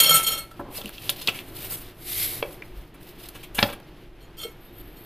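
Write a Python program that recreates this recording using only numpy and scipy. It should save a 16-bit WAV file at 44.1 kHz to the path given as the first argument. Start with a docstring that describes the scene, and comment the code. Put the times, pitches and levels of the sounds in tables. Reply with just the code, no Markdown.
"""Spoon, seeds and sugar

A metal spoon scrapes through seeds on a ceramic plate, rattles and is laid down: ringing modes, grain noise.
A small packet is fingered and snaps (crinkle grains, short resonances) amid knocks and a soft handling bump.
Sugar pours from it onto the seeds as a dense stream of grains; then the spoon squeaks, the plate rocks
with a low knock (narrow resonances) and the spoon stirs again.
Close and in stereo, in a small kitchen with a low hum of shaped noise."""
import sys
import numpy as np
from scipy import signal
from scipy.fft import rfft, irfft, next_fast_len
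from scipy.io import wavfile
from scipy.ndimage import uniform_filter1d

SR = 44100
rng = np.random.default_rng(int(sys.argv[2]) if len(sys.argv) > 2 else 0)


def put_to_file(sound):
    """Save the sound as 16-bit audio at rate SR, in the file named by the first command-line argument."""
    columns = np.atleast_2d(sound).T  # one column per channel
    safe = np.clip(columns, -1, 1)
    whole_steps = np.round(safe * 32767)
    wavfile.write(sys.argv[1], SR, whole_steps.astype(np.int16))


N = 222925
TIME_S = np.arange(N) / SR
CUTOFF_HZ = 14300

# table levels are relative; hum, seeds, packet and sugar add their own trim
# low kitchen noise: t/s, level/dB
HUM_LEVEL = [(0.452, -49.5), (.7, -48.5), (1.75, -45), (2.05, -48.5), (2.35, -43), (2.7, -49.5),
             (3.65, -49), (4.2, -51), (5.05, -49)]
# its spectrum: f/Hz, level/dB
HUM_SPECTRUM = [(12, -35.5), (20, 5), (46, 0), (69, -31), (99, -9.5), (202, -17.5), (226, -21),
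                (361, -11.5), (403, -21.5), (438, -18.5), (531, -25.5), (593, -23), (1060, -29),
                (3100, -33), (14500, -69.5)]
# centres of brief dips in the low noise and hiss: t/s
DIP_TIMES_S = [.5, 0.941, 1.95, 2.9, 4.12]
DIP_DB, DIP_WIDTH_S = -4, 0.045
# modes of spoon and plate in contact: f/Hz, level/dB, t60/s
SPOON_PLATE_MODES = [(161.4, -13.5, 0.13), (578.4, -4, 0.045), (1325.4, 0, 0.38), (1660, -18, .15),
                     (2188, -8, 0.55), (2740, -10.5, 0.17), (3191, 2.5, 0.22), (3240, -5.5, 0.078),
                     (3950, -17, .2), (4306, -1, 0.23), (4266, -4, 0.11), (5517, -2.5, 0.095),
                     (6185, -11.5, 0.17), (6870, 1, 0.16), (8349, 1.5, 0.18), (9300, -19, .2),
                     (9450, -7, .2), (9895, -6.5, 0.35), (9960, -2, .22), (10444, -11.5, 0.25),
                     (11330, -2.5, 0.13), (11900, -14, .12), (11460, 2.5, 0.12), (12400, -25, .16),
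                     (13490, 0.5, 0.15), (13570, -1, 0.18), (13679, -8.5, .2), (13720, -3.5, .12)]
# spoon chatters on plate: t/s, length/s, share of ring time left by the grip/1,
# level/dB, low modes/dB, high modes/dB (both relative to level)
SPOON_CONTACTS = [(.001, 0.007, 0.68, -15, -7.5, -2), (.03, 0.01, 0.95, -25.5, -17, 3),
                  (.043, .006, 0.99, -16.5, -17, -39), (.056, 0.034, 1, -17, -10.5, -11.5),
                  (.093, 0.0046, 0.85, -20.5, 2, -1), (.106, 0.0077, 1, -25.5, 10, 1.5),
                  (.127, 0.0059, 0.64, -25, -3, -5), (.14, 0.013, 1, -28.5, 6.5, 9),
                  (.159, 0.021, 1, -26, -10, 2), (.228, 0.011, 0.69, -46, -7, 14),
                  (.245, 0.0022, 0.52, -26.5, -19, -13), (.263, 0.023, .82, -22, -9.5, -3.5),
                  (.31, 0.03, 0.75, -29.5, -1, -1), (.375, 0.016, 0.73, -33, -3, -5.5),
                  (0.512, 0.0068, 0.18, -62, 21, 3), (4.204, 0.037, .9, -58, -16.5, -7),
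                  (4.37, 0.084, 0.24, -41.5, -8, -6.5), (4.408, 0.036, 0.34, -42.5, -4, -5),
                  (4.433, 0.0048, 0.55, -34, -4.5, -12.5), (4.751, .05, 0.92, -70, 0, 1),
                  (4.968, .007, 0.69, -60, -6, -2)]
# centres of low, middle and high modes: f/Hz
MODE_REGISTERS_HZ = [1500, 3500, 7350]
# spectrum of ground seeds: f/Hz, level/dB
CRUNCH_SPECTRUM = [(130, 9.5), (600, -1.5), (1000, -5.5), (2000, -5.5), (3300, 1), (5000, -11), (7500, -10),
                   (10000, -7.5), (13300, -2.5), (15000, -5)]
CRUNCH_ATTACK_S, CRUNCH_RELEASE_S = 0.004, 0.045
CRUNCH_LATE_SHARE = 0.3  # full crunch starts this far into the contact
# flow of seeds sliding off the spoon: t/s, level/dB
SLIDE_FLOW = [(4.52, -62), (4.542, -72), (4.656, -57.5), (4.716, -66), (4.744, -53.5), (4.91, -61.5),
              (5.05, -51)]
# its spectrum: f/Hz, level/dB
SLIDE_SPECTRUM = [(1180, -35), (2000, -12.5), (3690, -4.5), (4110, -11), (4470, -7.5), (4940, -24),
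                  (5730, -33), (6070, -54), (8050, -12.5), (8750, -21), (9580, -12), (10900, -13),
                  (13100, 6), (14500, -27.5)]
# fingers rub the packet, sugar shifts inside: t/s, length/s, papery body/dB, treble hiss/dB
PACKET_RUBS = [(0.518, 0.07, -61, -58), (0.745, 0.038, -48, -38), (.84, 0.13, -50.5, -51),
               (0.988, 0.12, -48.5, -43), (1.104, 0.27, -47, -43), (1.442, 0.083, -57, -47.5),
               (1.561, 0.17, -50, -40), (1.72, 0.05, -54, -32.5), (1.818, 0.057, -52, -49.5),
               (2.64, 0.22, -66, -60.5), (3.015, 0.018, -60, -51), (3.073, 0.02, -57, -50.5),
               (3.198, 0.057, -51.5, -47), (3.367, 0.066, -55, -53), (3.598, 0.033, -39.5, -33),
               (3.686, 0.054, -50, -54), (3.82, .25, -69, -70.5)]
RUB_ATTACK_S, RUB_RELEASE_S = 0.019, 0.04
# spectrum of the papery body: f/Hz, level/dB
PACKET_BODY_SPECTRUM = [(300, 13), (800, 0.5), (1500, -8), (2700, 5.5), (4200, 3.5), (6000, -9.5),
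                        (9000, -36)]
# spectrum of the packet's hiss: f/Hz, level/dB
PACKET_HISS_SPECTRUM = [(3000, -8), (6000, -11), (9000, 0), (11500, 3), (13500, 6.5), (15000, 16.5)]
# things knock and shuffle on the worktop; at 2.764 s a deep, soft handling bump:
# t/s, length/s, resonance f/Hz, resonance level/dB, thud edge f/Hz, thud level/dB
KNOCKS_AND_BUMP = [(.594, 0.017, 278, 13.5, 1390, 7.5), (.638, 0.11, 307, 10, 1250, .5),
                   (0.779, 0.029, 560, 6.5, 1500, -14), (.833, 0.037, 200, 14, 1500, -10),
                   (1.2808, 0.011, 2680, 25.5, 3750, 9.5), (2.4264, 0.0027, 410, 14.5, 3630, 8),
                   (2.6216, 0.0028, 2420, 7.5, 2700, -4), (2.764, 0.039, 34.8, 25, 587, -8),
                   (3.584, 0.006, 140, 14, 3500, 9.5), (3.5889, 0.0052, 3280, 11, 4200, 17),
                   (3.603, 0.021, 2540, -1, 4000, -5), (3.6272, 0.0052, 3120, 14.5, 4650, 21),
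                   (3.634, 0.0066, 255, 19, 4430, 4), (3.686, 0.021, 468, 7.5, 3720, -1)]
KNOCK_WIDTH_SHARE, KNOCK_WIDEST_HZ = 0.67, 570  # resonance width / pitch, and its limit
KNOCK_FIZZ_DB = -30.5  # relative to the thud
# colour of every thud, worktop and what lies on it: f/Hz, width/Hz, level/dB
WORKTOP_MODES = [(111, 12, 5), (279, 32, 4), (565, 28, 7.5), (850, 180, -3.5), (1043, 110, 0),
                 (1340, 40, 3.5), (1630, 38, 8), (2260, 79, -20), (2310, 56, 7.5), (2590, 67, 9.5),
                 (3300, 210, 5), (4000, 110, -23)]
# packet crinkles and snaps: t/s, length/s, resonance f/Hz, resonance level/dB,
# thud level/dB, fizz level/dB
PACKET_SNAPS = [(0.772, 0.022, 4200, 0.5, -26, -10), (0.812, 0.0082, 3300, 2.5, -7, -24),
                (0.858, 0.0013, 2930, 1, -17, -10), (0.893, 0.00078, 3500, -11, -8, -10),
                (0.981, 0.0037, 2940, -1, -15, -30), (1.094, 0.00014, 3390, 21.5, 4.5, -12),
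                (1.0955, 0.0083, 3970, 7, -7, 8.5), (1.213, 0.016, 3650, 4, -11, -6.5),
                (1.2733, 0.0042, 3500, 17.5, 2.5, 0), (1.285, .012, 3740, 8.5, -15, -3.5),
                (1.333, 0.069, 2310, 5.5, -3, -8), (1.39, 0.00082, 2260, 2, -28, -21),
                (2.525, 0.011, 3000, -13, -17, -19), (2.941, 0.016, 3000, -17, -16, -21),
                (3.287, 0.0051, 4200, -9.5, -19, -7.5), (3.346, 0.026, 3130, 0.5, -5.5, -14),
                (3.431, 0.019, 2500, 0, -11, -13), (3.547, 0.017, 2820, 3.5, -7, 0),
                (3.562, 0.06, 2760, 9.5, 0.5, 1), (3.726, 0.014, 2650, -7.5, -2, -9),
                (3.801, .0023, 2980, -15.5, -15, -25)]
SNAP_WIDTH_HZ, SNAP_EDGE_HZ = 1500, 4320
# flow of sugar onto the seeds: t/s, level/dB
POUR_FLOW = [(1.94, -67.5), (2.084, -34.5), (2.238, -26), (2.274, -32), (2.388, -39), (2.452, -52),
             (2.52, -52.5), (2.528, -50), (2.6, -63.5)]
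# its spectrum: f/Hz, level/dB
POUR_SPECTRUM = [(240, -46), (400, -21), (431, -18), (741, -13), (900, -21), (1230, -16), (1770, -12),
                 (2090, -2), (2660, -8), (3230, -5), (3920, -3), (6740, -13.5), (13300, 2), (14500, -4)]
# spoon squeaks on the glaze, and a low knock (425 Hz) as the plate rocks: t/s, f/Hz, level/dB
SQUEAKS_AND_ROCK = [(4.37, 4820, -2.5), (4.39, 3450, 6), (4.424, 4280, 1), (4.443, 425, 14.5),
                    (4.68, 3710, -7)]
SLIP_S, SLIP_WIDTH_HZ = 0.025, 125
# reverberation time of the kitchen: f/Hz, t60/s
KITCHEN_T60 = [(150, 0.27), (800, .42), (3000, 0.04), (13000, 0.16)]


def from_db(db):
    """Decibels to gain."""
    return np.exp(np.asarray(db) * np.log(10) / 20)


def rms_one(x):
    """Scale to unit power."""
    return x / np.sqrt(np.mean(x ** 2) + 1e-20)


def at_hz(points, hz):
    """Read an (f/Hz, value) table on a log-frequency axis."""
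    f_hz, value = np.transpose(points)
    return np.interp(np.log(np.maximum(hz, 1)), np.log(f_hz), value)


def level(rows):
    """Gain from a (t/s, level/dB) curve, fading out beyond its ends."""
    t_s, db = np.transpose(rows)
    outside_s = np.maximum(t_s[0] - TIME_S, 0) + np.maximum(TIME_S - t_s[-1], 0)
    return from_db(np.interp(TIME_S, t_s, db)) * np.exp(-outside_s / 0.026)


def drift(knots_per_s):
    """Random curve of straight segments, rms 1."""
    knots = rng.standard_normal(int(knots_per_s * N / SR) + 2)
    return rms_one(np.interp(TIME_S * knots_per_s, np.arange(len(knots)), knots))


def colour(x, points):
    """Give a steady texture its spectrum; rms 1."""
    size = next_fast_len(N, real=True)
    f_hz = np.arange(size // 2 + 1) * SR / size
    gain = from_db(at_hz(points, f_hz))
    return rms_one(irfft(rfft(x, size) * gain, size)[:N])


def cut(x, hz, kind, order=2):
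    """Butterworth filter."""
    edge_hz = np.clip(hz, 10, 0.45 * SR)
    return signal.sosfilt(signal.butter(order, edge_hz, kind, fs=SR, output="sos"), x)


def resonance(x, hz, width_hz):
    """Two-pole resonance with gain 1 on top."""
    r = np.exp(-np.pi * width_hz / SR)
    zeros = np.array([1, 0, -1]) * (1 - r * r) / 2
    poles = [1, -2 * r * np.cos(2 * np.pi * hz / SR), r * r]
    return signal.lfilter(zeros, poles, x)


def add(out, t_s, sound):
    """Mix a sound in at t_s."""
    start = max(round(t_s * SR), 0)
    out[start:start + len(sound)] += sound[:N - start]


def grains(per_s, spread_db, clump_db, width_hz=1300, count=14):
    """Tiny collisions of uneven size, in clumps, each ringing under 1 ms at one of count pitches."""
    born = np.flatnonzero(rng.random(N) < per_s / SR)
    size_db = spread_db * np.minimum(rng.exponential(1, len(born)), 4) + clump_db * drift(130)[born]
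    sizes = from_db(size_db) * rng.choice([-1, 1], len(born))
    pitch_index = rng.integers(0, count, len(born))
    out = np.zeros(N)
    for k, hz in enumerate(np.linspace(500, 14500, count)):
        clicks = np.full(N, 1e-18)
        clicks[born[pitch_index == k]] = sizes[pitch_index == k]
        out += resonance(clicks, hz, width_hz)
    return out


def slips(length_s, size, rise_share=0.11):
    """First touch, then a run of random slips that builds up and dies after length_s; energy 1."""
    age = np.arange(size) / SR / max(length_s, 1e-4)  # in lengths
    shape = (1 - np.exp(-age / rise_share)) * np.exp(-np.minimum(age, 6) ** 2)
    run = rng.standard_normal(size) * (rng.random(size) < 0.3) * shape
    run[0] = 2
    return run / np.sqrt(np.sum(run ** 2))


def strokes(rows, attack_s, release_s):
    """Each (t/s, length/s, level/dB) stroke swells up to t, holds and dies away; powers sum."""
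    power = np.zeros(N)
    for t_s, length_s, db in rows:
        before_s = np.maximum(t_s - TIME_S, 0)
        after_s = np.maximum(TIME_S - t_s - length_s, 0)
        fade = before_s / attack_s + after_s / release_s
        power += (from_db(db) * np.exp(-np.minimum(fade, 20))) ** 2
    return np.sqrt(power)


def blow(length_s, hz, width_hz, ring_db, edge_hz, thud_db, fizz_db,
         fizz_hz=9500, lowest_hz=85, direct_db=-3):
    """A run of slips excites a dull thud, one short resonance and a bright fizz."""
    force = slips(length_s, size=SR // 6)
    ring = resonance(resonance(force, hz, width_hz), hz, width_hz)
    worktop = sum(from_db(db) * resonance(force, f_hz, w_hz) for f_hz, w_hz, db in WORKTOP_MODES)
    body = from_db(direct_db) * force + worktop / 2
    thud = cut(cut(body, edge_hz, "low", order=6), lowest_hz, "high")
    fizz = cut(force, fizz_hz, "high", order=3)
    return from_db(ring_db) * ring + from_db(thud_db) * thud + from_db(fizz_db) * fizz


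def background(hum_db=2, drone_db=-51, drone_hz=41, drone_width_hz=4, lowest_hz=70,
               rumble_db=-51, rumble_hz=26, hiss_db=-72, hiss_hz=9500):
    """Shaped noise and faint hiss over a wavering low drone (narrow-band noise) and deep rumble."""
    t_s, db = np.transpose(HUM_LEVEL)
    dips_db = DIP_DB * sum(np.exp(-((TIME_S - dip_s) / DIP_WIDTH_S) ** 2) for dip_s in DIP_TIMES_S)
    air = cut(colour(rng.standard_normal(N), HUM_SPECTRUM), lowest_hz, "high", order=4)
    air = from_db(hum_db + np.interp(TIME_S, t_s, db) + dips_db) * rms_one(air)
    drone = rms_one(resonance(rng.standard_normal(N), drone_hz, drone_width_hz))
    rumble = rms_one(cut(rng.standard_normal(N), rumble_hz, "low", order=4))
    hiss = rms_one(cut(rng.standard_normal(N), [hiss_hz, CUTOFF_HZ], "band"))
    hiss = from_db(hiss_db + dips_db) * hiss
    return air + hiss + from_db(drone_db) * drone + from_db(rumble_db) * rumble


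def spoon(uneven_db=1.0, waver_db=1.5, waver_per_s=100):
    """Each contact feeds every mode, with its own mix of low, middle and high modes."""
    forces = [slips(contact[1], size=SR // 3) for contact in SPOON_CONTACTS]
    out = np.zeros(N)
    for hz, mode_db, t60_s in SPOON_PLATE_MODES:
        mode, fed = np.zeros(N), np.zeros(N)
        for (t_s, _, free, db, low_db, high_db), force in zip(SPOON_CONTACTS, forces):
            width_hz = np.log(1000) / (np.pi * t60_s * max(free, 0.1))
            ring = resonance(force, hz, width_hz)
            register_db = at_hz(list(zip(MODE_REGISTERS_HZ, (low_db, 0, high_db))), hz)
            ring_db = db + register_db + mode_db + uneven_db * rng.standard_normal()
            ring = from_db(ring_db) * ring / np.abs(ring).max()
            add(mode, t_s, ring)
            add(fed, t_s, ring ** 2)
        # the sliding contact point varies how well a mode radiates
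        mode = mode * from_db(waver_db * drift(waver_per_s))
        # over 0.1 s a mode gives off just the energy fed into it
        energies = uniform_filter1d(np.array([fed, mode ** 2]), size=SR // 10)
        wanted, given = np.abs(energies) + 1e-12
        out += mode * np.sqrt(wanted / given)
    return out


def seeds(crunch_db=-5, slide_db=3):
    """Seeds are ground at each contact, most at the bright ones, and trickle off the spoon."""
    presses = [(t_s + CRUNCH_LATE_SHARE * length_s, (1 - CRUNCH_LATE_SHARE) * length_s, db + high_db)
               for t_s, length_s, _, db, _, high_db in SPOON_CONTACTS]
    pressure = strokes(presses, CRUNCH_ATTACK_S, CRUNCH_RELEASE_S)
    crunch = pressure * colour(grains(per_s=5000, spread_db=1.0, clump_db=0.5), CRUNCH_SPECTRUM)
    trickle = grains(per_s=14000, spread_db=1.0, clump_db=3.0)
    slide = level(SLIDE_FLOW) * colour(trickle, SLIDE_SPECTRUM)
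    return from_db(crunch_db) * crunch + from_db(slide_db) * slide


def packet(body_db=1, hiss_db=2, uneven_db=2.5, uneven_per_s=35):
    """Fine crinkles under unevenly pressing fingers, and the hiss of sugar sliding inside."""
    crinkles = grains(per_s=9000, spread_db=1.5, clump_db=1.7)
    crinkles = crinkles * from_db(uneven_db * drift(uneven_per_s))
    body_rows = [(t_s, length_s, db) for t_s, length_s, db, _ in PACKET_RUBS]
    hiss_rows = [(t_s, length_s, db) for t_s, length_s, _, db in PACKET_RUBS]
    body = strokes(body_rows, RUB_ATTACK_S, RUB_RELEASE_S) * colour(crinkles, PACKET_BODY_SPECTRUM)
    hiss = strokes(hiss_rows, RUB_ATTACK_S, RUB_RELEASE_S) * colour(crinkles, PACKET_HISS_SPECTRUM)
    return from_db(body_db) * body + from_db(hiss_db) * hiss


def knocks_and_bump():
    """Each knock, and the soft bump, is a thud with one resonance and a trace of fizz."""
    out = np.zeros(N)
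    for t_s, length_s, hz, ring_db, edge_hz, thud_db in KNOCKS_AND_BUMP:
        width_hz = min(KNOCK_WIDTH_SHARE * hz, KNOCK_WIDEST_HZ)
        fizz_db = thud_db + KNOCK_FIZZ_DB
        add(out, t_s, blow(length_s, hz, width_hz, ring_db, edge_hz, thud_db, fizz_db))
    return out


def snaps():
    """The packet buckles: mostly a papery resonance and fizz, with little weight."""
    out = np.zeros(N)
    for t_s, length_s, hz, ring_db, thud_db, fizz_db in PACKET_SNAPS:
        add(out, t_s, blow(length_s, hz, SNAP_WIDTH_HZ, ring_db, SNAP_EDGE_HZ, thud_db, fizz_db))
    return out


def sugar(pour_db=1):
    """A dense stream of crystals lands on the seeds."""
    crystals = grains(per_s=16000, spread_db=1.5, clump_db=1)
    return from_db(pour_db) * level(POUR_FLOW) * colour(crystals, POUR_SPECTRUM)


def squeaks_and_rock():
    """Runs of slips, each in one narrow resonance: spoon squeaks, and a low knock of the rocking plate."""
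    out = np.zeros(N)
    for t_s, hz, db in SQUEAKS_AND_ROCK:
        force = slips(SLIP_S, size=SR // 6)
        ring = resonance(resonance(force, hz, SLIP_WIDTH_HZ), hz, SLIP_WIDTH_HZ)
        add(out, t_s, from_db(db) * ring)
    return out


def kitchen(x, early_db=-11, early_s=0.018, tail_db=-14, wall_hz=6000):
    """Room response of decaying noise: quick reflections, then a tail with a decay per band."""
    t_s = TIME_S[:SR * 2 // 3]
    edges_hz = np.geomspace(80, 16000, 9)
    tail = np.zeros(len(t_s))
    for lo_hz, hi_hz in zip(edges_hz, edges_hz[1:]):
        t60_s = at_hz(KITCHEN_T60, np.sqrt(lo_hz * hi_hz))
        band = cut(rng.standard_normal(len(t_s)), [lo_hz, hi_hz], "band")
        tail += band * from_db(-60 * t_s / t60_s)
    tail = cut(rms_one(tail * (t_s > 0.006)), wall_hz, "low", order=1)
    early = rng.standard_normal(len(t_s)) * np.exp(-t_s / early_s) * (t_s > 0.002)
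    response = from_db(early_db) * rms_one(early) + from_db(tail_db) * tail
    return signal.fftconvolve(x, response / np.sqrt(len(t_s)))[:N]


def two_ports(x, side_db, side_hz=4200, bright_hz=9000, scatter_s=0.0014, shift_per_s=90):
    """Two close ports share the bass; scattered, shifting treble is added to one, taken from the other."""
    t_s = TIME_S[:SR // 40]
    scatter = rng.standard_normal(len(t_s)) * np.exp(-t_s / scatter_s)
    scatter = rms_one(scatter) / np.sqrt(len(t_s))
    side = signal.fftconvolve(x, scatter)[:N] * drift(shift_per_s)
    side = cut(cut(side, side_hz, "high", order=10), bright_hz, "high", order=1)
    side = from_db(side_db) * side
    return np.array([x + side, x - side])


def scene():
    """Stirring sits narrow; handling, sugar and background spread wider."""
    stirring = spoon() + seeds() + squeaks_and_rock()
    handling = packet() + knocks_and_bump() + snaps() + sugar()
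    narrow = two_ports(stirring + kitchen(stirring), side_db=-13.5)
    wide = two_ports(handling + kitchen(handling) + background(), side_db=-2.5)
    return narrow + wide


def record(dry, top=1.0):
    """The loudest peaks are rounded below top, the treble is cut steeply."""
    rounded = dry / (1 + (dry / top) ** 4) ** (1 / 4)
    return signal.sosfilt(signal.ellip(10, 0.3, 80, CUTOFF_HZ, fs=SR, output="sos"), rounded)


dry = scene()
out = record(dry)
put_to_file(out)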